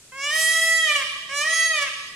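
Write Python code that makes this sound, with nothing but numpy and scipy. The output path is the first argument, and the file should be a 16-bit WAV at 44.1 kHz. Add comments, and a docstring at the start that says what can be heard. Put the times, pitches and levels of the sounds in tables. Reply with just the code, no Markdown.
"""Peacock calling among trees

Two loud wailing calls on a lawn ringed by trees. Each climbs in a nasal low register, breaks into
a piercing wail and falls back with a rasp: summed harmonics plus noise gated once a cycle.
Decaying noise convolved with the calls gives the long tail of trunks and foliage.
Coloured noise gives a faint outdoor rumble and hiss."""
import sys
import numpy as np
from scipy import signal
from scipy.fft import rfft, irfft
from scipy.io import wavfile
from scipy.ndimage import uniform_filter1d

SR = 44100
rng = np.random.default_rng(int(sys.argv[2]) if len(sys.argv) > 2 else 0)


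def unload_wav(signal):
    """Save mono or channel-first audio to the path in sys.argv[1] as 16-bit WAV at rate SR, clipped to [-1, 1]."""
    wavfile.write(
        sys.argv[1],
        SR,
        np.round(np.clip(np.atleast_2d(signal).T, -1, 1) * 32767).astype(np.int16),
    )


N = 94815

# Open-air background spectrum, relative: freq_hz, density_db
AIR_SPECTRUM = [(25, -6), (140, -6.5), (330, -9), (600, -13), (850, -19), (1300, -15), (2300, -12),
                (4000, -12), (6500, -10), (8200, -7), (11000, -17), (15400, -31)]
# Register changes, one row per call: start_s, break_up_s, break_down_s, end_s
CALL_TIMES = [(.117, .308, .878, 1.047), (1.288, 1.448, 1.732, 1.895)]
# Pitch of each call before jitter: time_s, pitch_hz
PITCH_CALL_1 = [(0.118, 516), (0.171, 543), (0.202, 545.8), (0.267, 583), (.295, 586.7), (0.327, 619.6),
                (0.373, 640.1), (.48, 645), (0.578, 651.1), (0.749, 652.8), (0.831, 646.6), (0.866, 622.4),
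                (.895, 601.6), (.98, 571), (1.015, 547), (1.046, 506)]
PITCH_CALL_2 = [(1.285, 535), (1.329, 559.3), (1.36, 574), (1.396, 580.3), (1.438, 609.6), (1.465, 631),
                (1.52, 650.5), (1.592, 651.6), (1.645, 653.5), (1.72, 641.5), (1.75, 616.7), (1.789, 582.6),
                (1.835, 567.4), (1.89, 522.5)]
# Strength of each call before trims: time_s, body_level_db, treble_level_db
EFFORT_CALL_1 = [(0.135, -37.5, -57.5), (0.243, -26, -32), (0.321, -25.5, -34), (0.355, -23, -30),
                 (0.401, -21.5, -24), (0.419, -21.5, -24), (0.567, -22, -28), (0.691, -18, -28.5),
                 (0.767, -22.5, -29), (0.821, -22.5, -37.5), (0.967, -21, -35.5), (1.04, -30.5, -47)]
EFFORT_CALL_2 = [(1.3, -34, -42), (1.328, -26.5, -39.5), (1.378, -23.5, -25.5), (1.474, -22, -38.5),
                 (1.546, -23, -26), (1.628, -21, -27), (1.668, -20, -27), (1.69, -24.5, -40.5),
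                 (1.716, -19.5, -39), (1.728, -25, -45), (1.758, -19.5, -38), (1.812, -26, -43.5),
                 (1.818, -23, -38), (1.848, -28, -53), (1.885, -27.5, -52)]
# Hoarseness through both calls: time_s, roughness_0_to_1
HOARSENESS = [(.12, 0.15), (.24, 0.24), (.33, 0.38), (.42, 0.14), (.55, 0), (.7, 0.1), (.82, 0),
              (.88, 0.49), (1.03, 0.82), (1.3, 0.06), (1.38, 0.17), (1.46, .55), (1.53, 0.21), (1.63, 0.13),
              (1.71, 0.28), (1.78, 0.6), (1.88, 0.88)]
# Harmonics of the low register and each wail, relative: harmonic_number, level_db
NASAL_HARMONICS = [(1, -12), (2, -4), (3, -2.5), (4, 2), (5, -1.5), (6, -8.5), (7, -15.5), (8, -20),
                   (9, -10), (10, -10), (11, -13), (13, -13.5), (16, -20.5), (18, -25.5), (20, -31.5),
                   (24, -42), (26, -44)]
WAIL_HARMONICS_1 = [(1, -19), (2, -21), (3, -1), (4, -18.5), (5, -9), (6, -19.5), (7, -18.5), (8, -15),
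                    (9, -18.5), (10, -14.5), (11, -16.5), (12, -17.5), (13, -17.5), (14, -18.5),
                    (15, -17.5), (16, -17.5), (17, -22), (18, -25), (19, -28), (20, -32), (21, -35),
                    (23, -40), (26, -61)]
WAIL_HARMONICS_2 = [(1, -17), (2, -14.5), (3, 2.5), (4, -17), (5, -13), (6, -18.5), (7, -11), (8, -8),
                    (9, -13.5), (10, -6.5), (11, -17.5), (12, -40), (13, -18), (14, -18), (15, -15.5),
                    (16, -15.5), (17, -23), (18, -27.5), (19, -48), (21, -46), (23, -50), (26, -60)]
# Air rushing in the throat, relative: freq_hz, density_db
RASP_SPECTRUM = [(400, -55), (900, -56), (1500, -34), (1900, -10), (2200, -11), (2500, -6), (3200, -3),
                 (4500, 10.5), (6500, -0.5), (9000, 2), (11000, -5.5), (13000, -8), (15500, -22)]
# Colour of all tree scatter: freq_hz, gain_db
TREE_COLOUR = [(300, -13), (650, 7.5), (1300, 7), (2200, 4.5), (3200, 9.5), (5000, 10.5), (7000, 5),
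               (10000, 11), (15000, -7)]
# Decay of the long tail: freq_hz, t60_s
TREE_DECAY = [(500, 0.51), (2000, 1.21), (5000, 1.24), (9000, 0.53), (15000, 0.82)]
# Colour of the late echo, relative: freq_hz, gain_db
EDGE_COLOUR = [(500, 7), (2000, 8), (5000, 9.5), (12000, -4)]

# _RATE_HZ: random steps per second; depths in dB, rad or fraction are rms
AIR_DB, AIR_SWELL_DB, AIR_SWELL_RATE_HZ = -49, .5, 6
PORTS_APART_HZ = 1750  # diffuse sound is independent at the two microphones above this

ATTACK_S, RELEASE_S, BREAK_S = .009, .012, .016
BODY_TRIM_DB, TREBLE_TRIM_DB, TREBLE_HZ = 0.55, -1, 3940
WAIL_DB = 1.2  # added to the body in the wail
# Dull start: slope above OPEN_HZ; pinched end: slope either side of CLOSE_HZ (body only)
OPEN_S, OPEN_DB_PER_OCT, OPEN_HZ = .14, 14, 1700
CLOSE_S, CLOSE_DB_PER_OCT, CLOSE_HZ = 0.047, 2, 2350
# Harmonics waver as the bird turns; depths reached at TREBLE_HZ and above
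FLUTTER_DB, FLUTTER_RAD, FLUTTER_RATE_HZ = 2.5, 0.51, 13.95
# Unsteadiness at full hoarseness: pitch, overall level, separate harmonics
JITTER_FRACTION, JITTER_RATE_HZ = 0.0089, 420
WOBBLE_FRACTION, WOBBLE_RATE_HZ = 0.00579, 70
SHIMMER_DB, SHIMMER_RATE_HZ = 3, 120
BREAKUP_DB, BREAKUP_RATE_HZ = 5.5, 70  # grows with frequency up to TREBLE_HZ
HOARSE_LOSS_DB = 4.5  # body lost at full hoarseness
RASP_DB, RASP_GATE_DEPTH = -1, .55
RASP_TREBLE_SHARE = .65  # rasp level between body (0) and treble (1)
PAN_DB, PAN_TREBLE_DB = -1.7, -2.3  # left minus right; the second adds for treble harmonics
PORT_LAG_S = .00001  # left after right

# Echo levels before TREE_COLOUR
FAR_DB, FAR_ONSET_S = -12, 0.043
NEAR_DB, NEAR_S = -24, 0.047
EDGE_DB, EDGE_S, EDGE_SPREAD_S = -29.5, 0.422, 0.026
SWAY_RAD, SWAY_RATE_HZ = 0.75, 6.04
TOP_HZ = 15400


def amp(db):
    """Decibels to gain."""
    return 10 ** (np.asarray(db) / 20)


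def curve(rows, axis=1):
    """One table column, joined by straight lines in time."""
    rows = np.array(rows)
    return np.interp(np.arange(N) / SR, rows[:, 0], rows[:, axis])


def at(rows, hz):
    """Table read on a log-frequency axis."""
    rows = np.array(rows)
    return np.interp(np.log(hz + 1), np.log(rows[:, 0]), rows[:, 1])


def colour(x, rows):
    """Filter by a spectrum of freq_hz, gain_db points."""
    gain = amp(at(rows, np.fft.rfftfreq(N, 1 / SR)))
    return irfft(rfft(x) * gain, N)


def unit(x):
    """Scale to rms 1."""
    return x / np.sqrt(np.mean(x ** 2))


def walk(rate_hz):
    """Smoothed random steps, rms 1."""
    steps = rng.standard_normal(N // 32)
    place = np.arange(N) * (rate_hz / SR)
    joined = np.interp(place, np.arange(len(steps)), steps)
    return unit(uniform_filter1d(joined, max(int(SR / rate_hz), 2)))


def gate(start_s, end_s, rise_s, fall_s):
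    """Linear gate: starts to open at start_s, shut at end_s."""
    t = np.arange(N) / SR
    return np.clip((t - start_s) / rise_s, 0, 1) * np.clip((end_s - t) / fall_s, 0, 1)


def ports(x):
    """Two close microphones hear diffuse bass alike and diffuse treble apart."""
    side_power = np.minimum(np.fft.rfftfreq(N, 1 / SR) / PORTS_APART_HZ, 1) ** 4 / 2
    mid, side = irfft(rfft(x) * np.sqrt([1 - side_power, side_power]), N)
    return np.array([mid + side, mid - side])


def air():
    """Open air: coloured noise, diffuse in stereo, with a slight random swell."""
    hiss = colour(rng.standard_normal((2, N)), AIR_SPECTRUM)
    return unit(ports(hiss)) * amp(AIR_DB + AIR_SWELL_DB * walk(AIR_SWELL_RATE_HZ))


def register(rows, hz, count=26):
    """Complex harmonic gains of a pulse ringing the throat; body and treble each have unit power."""
    rows = np.array(rows)
    k = np.arange(1, count + 1)
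    gain = amp(np.interp(k, rows[:, 0], rows[:, 1]))
    # minimum phase from the mirrored log spectrum
    log_gain = np.log(np.r_[gain[0] / 2, gain, gain[-2::-1]])
    lag_rad = signal.hilbert(log_gain).imag[k]
    high = k * hz > TREBLE_HZ
    norm = np.where(high, np.linalg.norm(gain[high]), np.linalg.norm(gain[~high]))
    return gain / norm * np.exp(-1j * lag_rad), high


def peacock(times, pitch, effort, wail):
    """One call: uneven pulses in two registers, with air rushing once a cycle."""
    start_s, up_s, down_s, end_s = times
    t = np.arange(N) / SR
    sides = np.array([[.5], [-.5]])  # left, right
    rough = np.clip(curve(HOARSENESS), 0, 1)
    wailing = gate(up_s - BREAK_S / 2, down_s + BREAK_S / 2, BREAK_S, BREAK_S)

    hz = curve(pitch)
    unsteady = JITTER_FRACTION * walk(JITTER_RATE_HZ) + WOBBLE_FRACTION * walk(WOBBLE_RATE_HZ)
    phase = 2 * np.pi * np.cumsum(hz * (1 + rough * unsteady)) / SR
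    body_db = curve(effort) + BODY_TRIM_DB + WAIL_DB * wailing
    treble_db = curve(effort, axis=2) + TREBLE_TRIM_DB
    opening = np.clip(1 - (t - start_s) / OPEN_S, 0, 1)
    closing = np.clip(1 - (end_s - t) / CLOSE_S, 0, 1)

    peak_hz = hz.max()
    low_gain, _ = register(NASAL_HARMONICS, peak_hz)
    wail_gain, high = register(wail, peak_hz)
    voice = 0
    for i in range(len(wail_gain)):
        k = i + 1
        partial_hz = k * peak_hz
        spread = min(partial_hz / TREBLE_HZ, 1)
        tone = low_gain[i] * (1 - wailing) + wail_gain[i] * wailing
        if high[i]:
            db = treble_db + sides * PAN_TREBLE_DB
        else:
            dull_db = OPEN_DB_PER_OCT * opening * np.maximum(np.log2(k * hz / OPEN_HZ), 0)
            pinch_db = CLOSE_DB_PER_OCT * closing * abs(np.log2(k * hz / CLOSE_HZ))
            db = body_db - dull_db - pinch_db - HOARSE_LOSS_DB * rough
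        flutter = walk(FLUTTER_RATE_HZ) + sides * walk(FLUTTER_RATE_HZ)
        db = db + spread ** 2 * FLUTTER_DB * flutter
        db = db + spread * BREAKUP_DB * rough * walk(BREAKUP_RATE_HZ)
        turn_rad = FLUTTER_RAD * spread * walk(FLUTTER_RATE_HZ) - np.pi * partial_hz * PORT_LAG_S
        angle = k * phase + np.angle(tone) + 2 * sides * turn_rad
        voice = voice + np.sqrt(2) * abs(tone) * amp(db) * np.cos(angle)

    puffs = rng.standard_normal((2, N)) * (1 + RASP_GATE_DEPTH * np.cos(phase)) ** 2
    rasp_db = body_db + RASP_TREBLE_SHARE * (treble_db - body_db) + RASP_DB
    rasp = unit(colour(puffs, RASP_SPECTRUM)) * rough * amp(rasp_db)
    level_db = SHIMMER_DB * rough * walk(SHIMMER_RATE_HZ) + sides * PAN_DB
    return (voice + rasp) * amp(level_db) * gate(start_s, end_s, ATTACK_S, RELEASE_S)


def trees(x):
    """Quick scatter from ground and bushes, a long dulling tail from the wood, a late echo off its far edge."""
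    t, hz = np.arange(N) / SR, np.fft.rfftfreq(N, 1 / SR)
    noise, far = rfft(rng.standard_normal((2, N))), 0
    centres_hz = np.geomspace(500, 16000, 6)
    # overlapping bands, each with its own decay
    for centre_hz, share in zip(centres_hz, np.eye(len(centres_hz))):
        fade = amp(-60 * t / at(TREE_DECAY, centre_hz)) * (1 - np.exp(-t / FAR_ONSET_S))
        band = irfft(noise * np.interp(np.log(hz + 1), np.log(centres_hz), share), N)
        far = far + band * fade / np.linalg.norm(fade)
    # cubed noise: sparse, spiky reflections
    near = rng.standard_normal((2, N)) ** 3 * np.exp(-t / NEAR_S) * (1 - np.exp(-2 * t / NEAR_S))
    burst = rng.standard_normal((2, N)) * np.exp(-((t - EDGE_S) / EDGE_SPREAD_S) ** 2)
    edge = colour(burst, EDGE_COLOUR)
    early_late = (amp(NEAR_DB) * unit(near) + amp(EDGE_DB) * unit(edge)) / np.sqrt(N)
    echo = ports(colour(amp(FAR_DB) * far + early_late, TREE_COLOUR))
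    return signal.fftconvolve(x, echo, axes=1)[:, :N]


def scene():
    """Background, two calls and their echo; moving foliage turns it between two scatter patterns."""
    calls = peacock(CALL_TIMES[0], PITCH_CALL_1, EFFORT_CALL_1, WAIL_HARMONICS_1)
    calls = calls + peacock(CALL_TIMES[1], PITCH_CALL_2, EFFORT_CALL_2, WAIL_HARMONICS_2)
    sway_rad = SWAY_RAD * walk(SWAY_RATE_HZ)
    echo = np.cos(sway_rad) * trees(calls) + np.sin(sway_rad) * trees(calls)
    return air() + calls + echo


def record(dry):
    """Steep elliptic low-pass at TOP_HZ: the recorder cuts the top."""
    return signal.sosfilt(signal.ellip(10, .2, 80, TOP_HZ, fs=SR, output="sos"), dry)


dry = scene()
out = record(dry)
unload_wav(out)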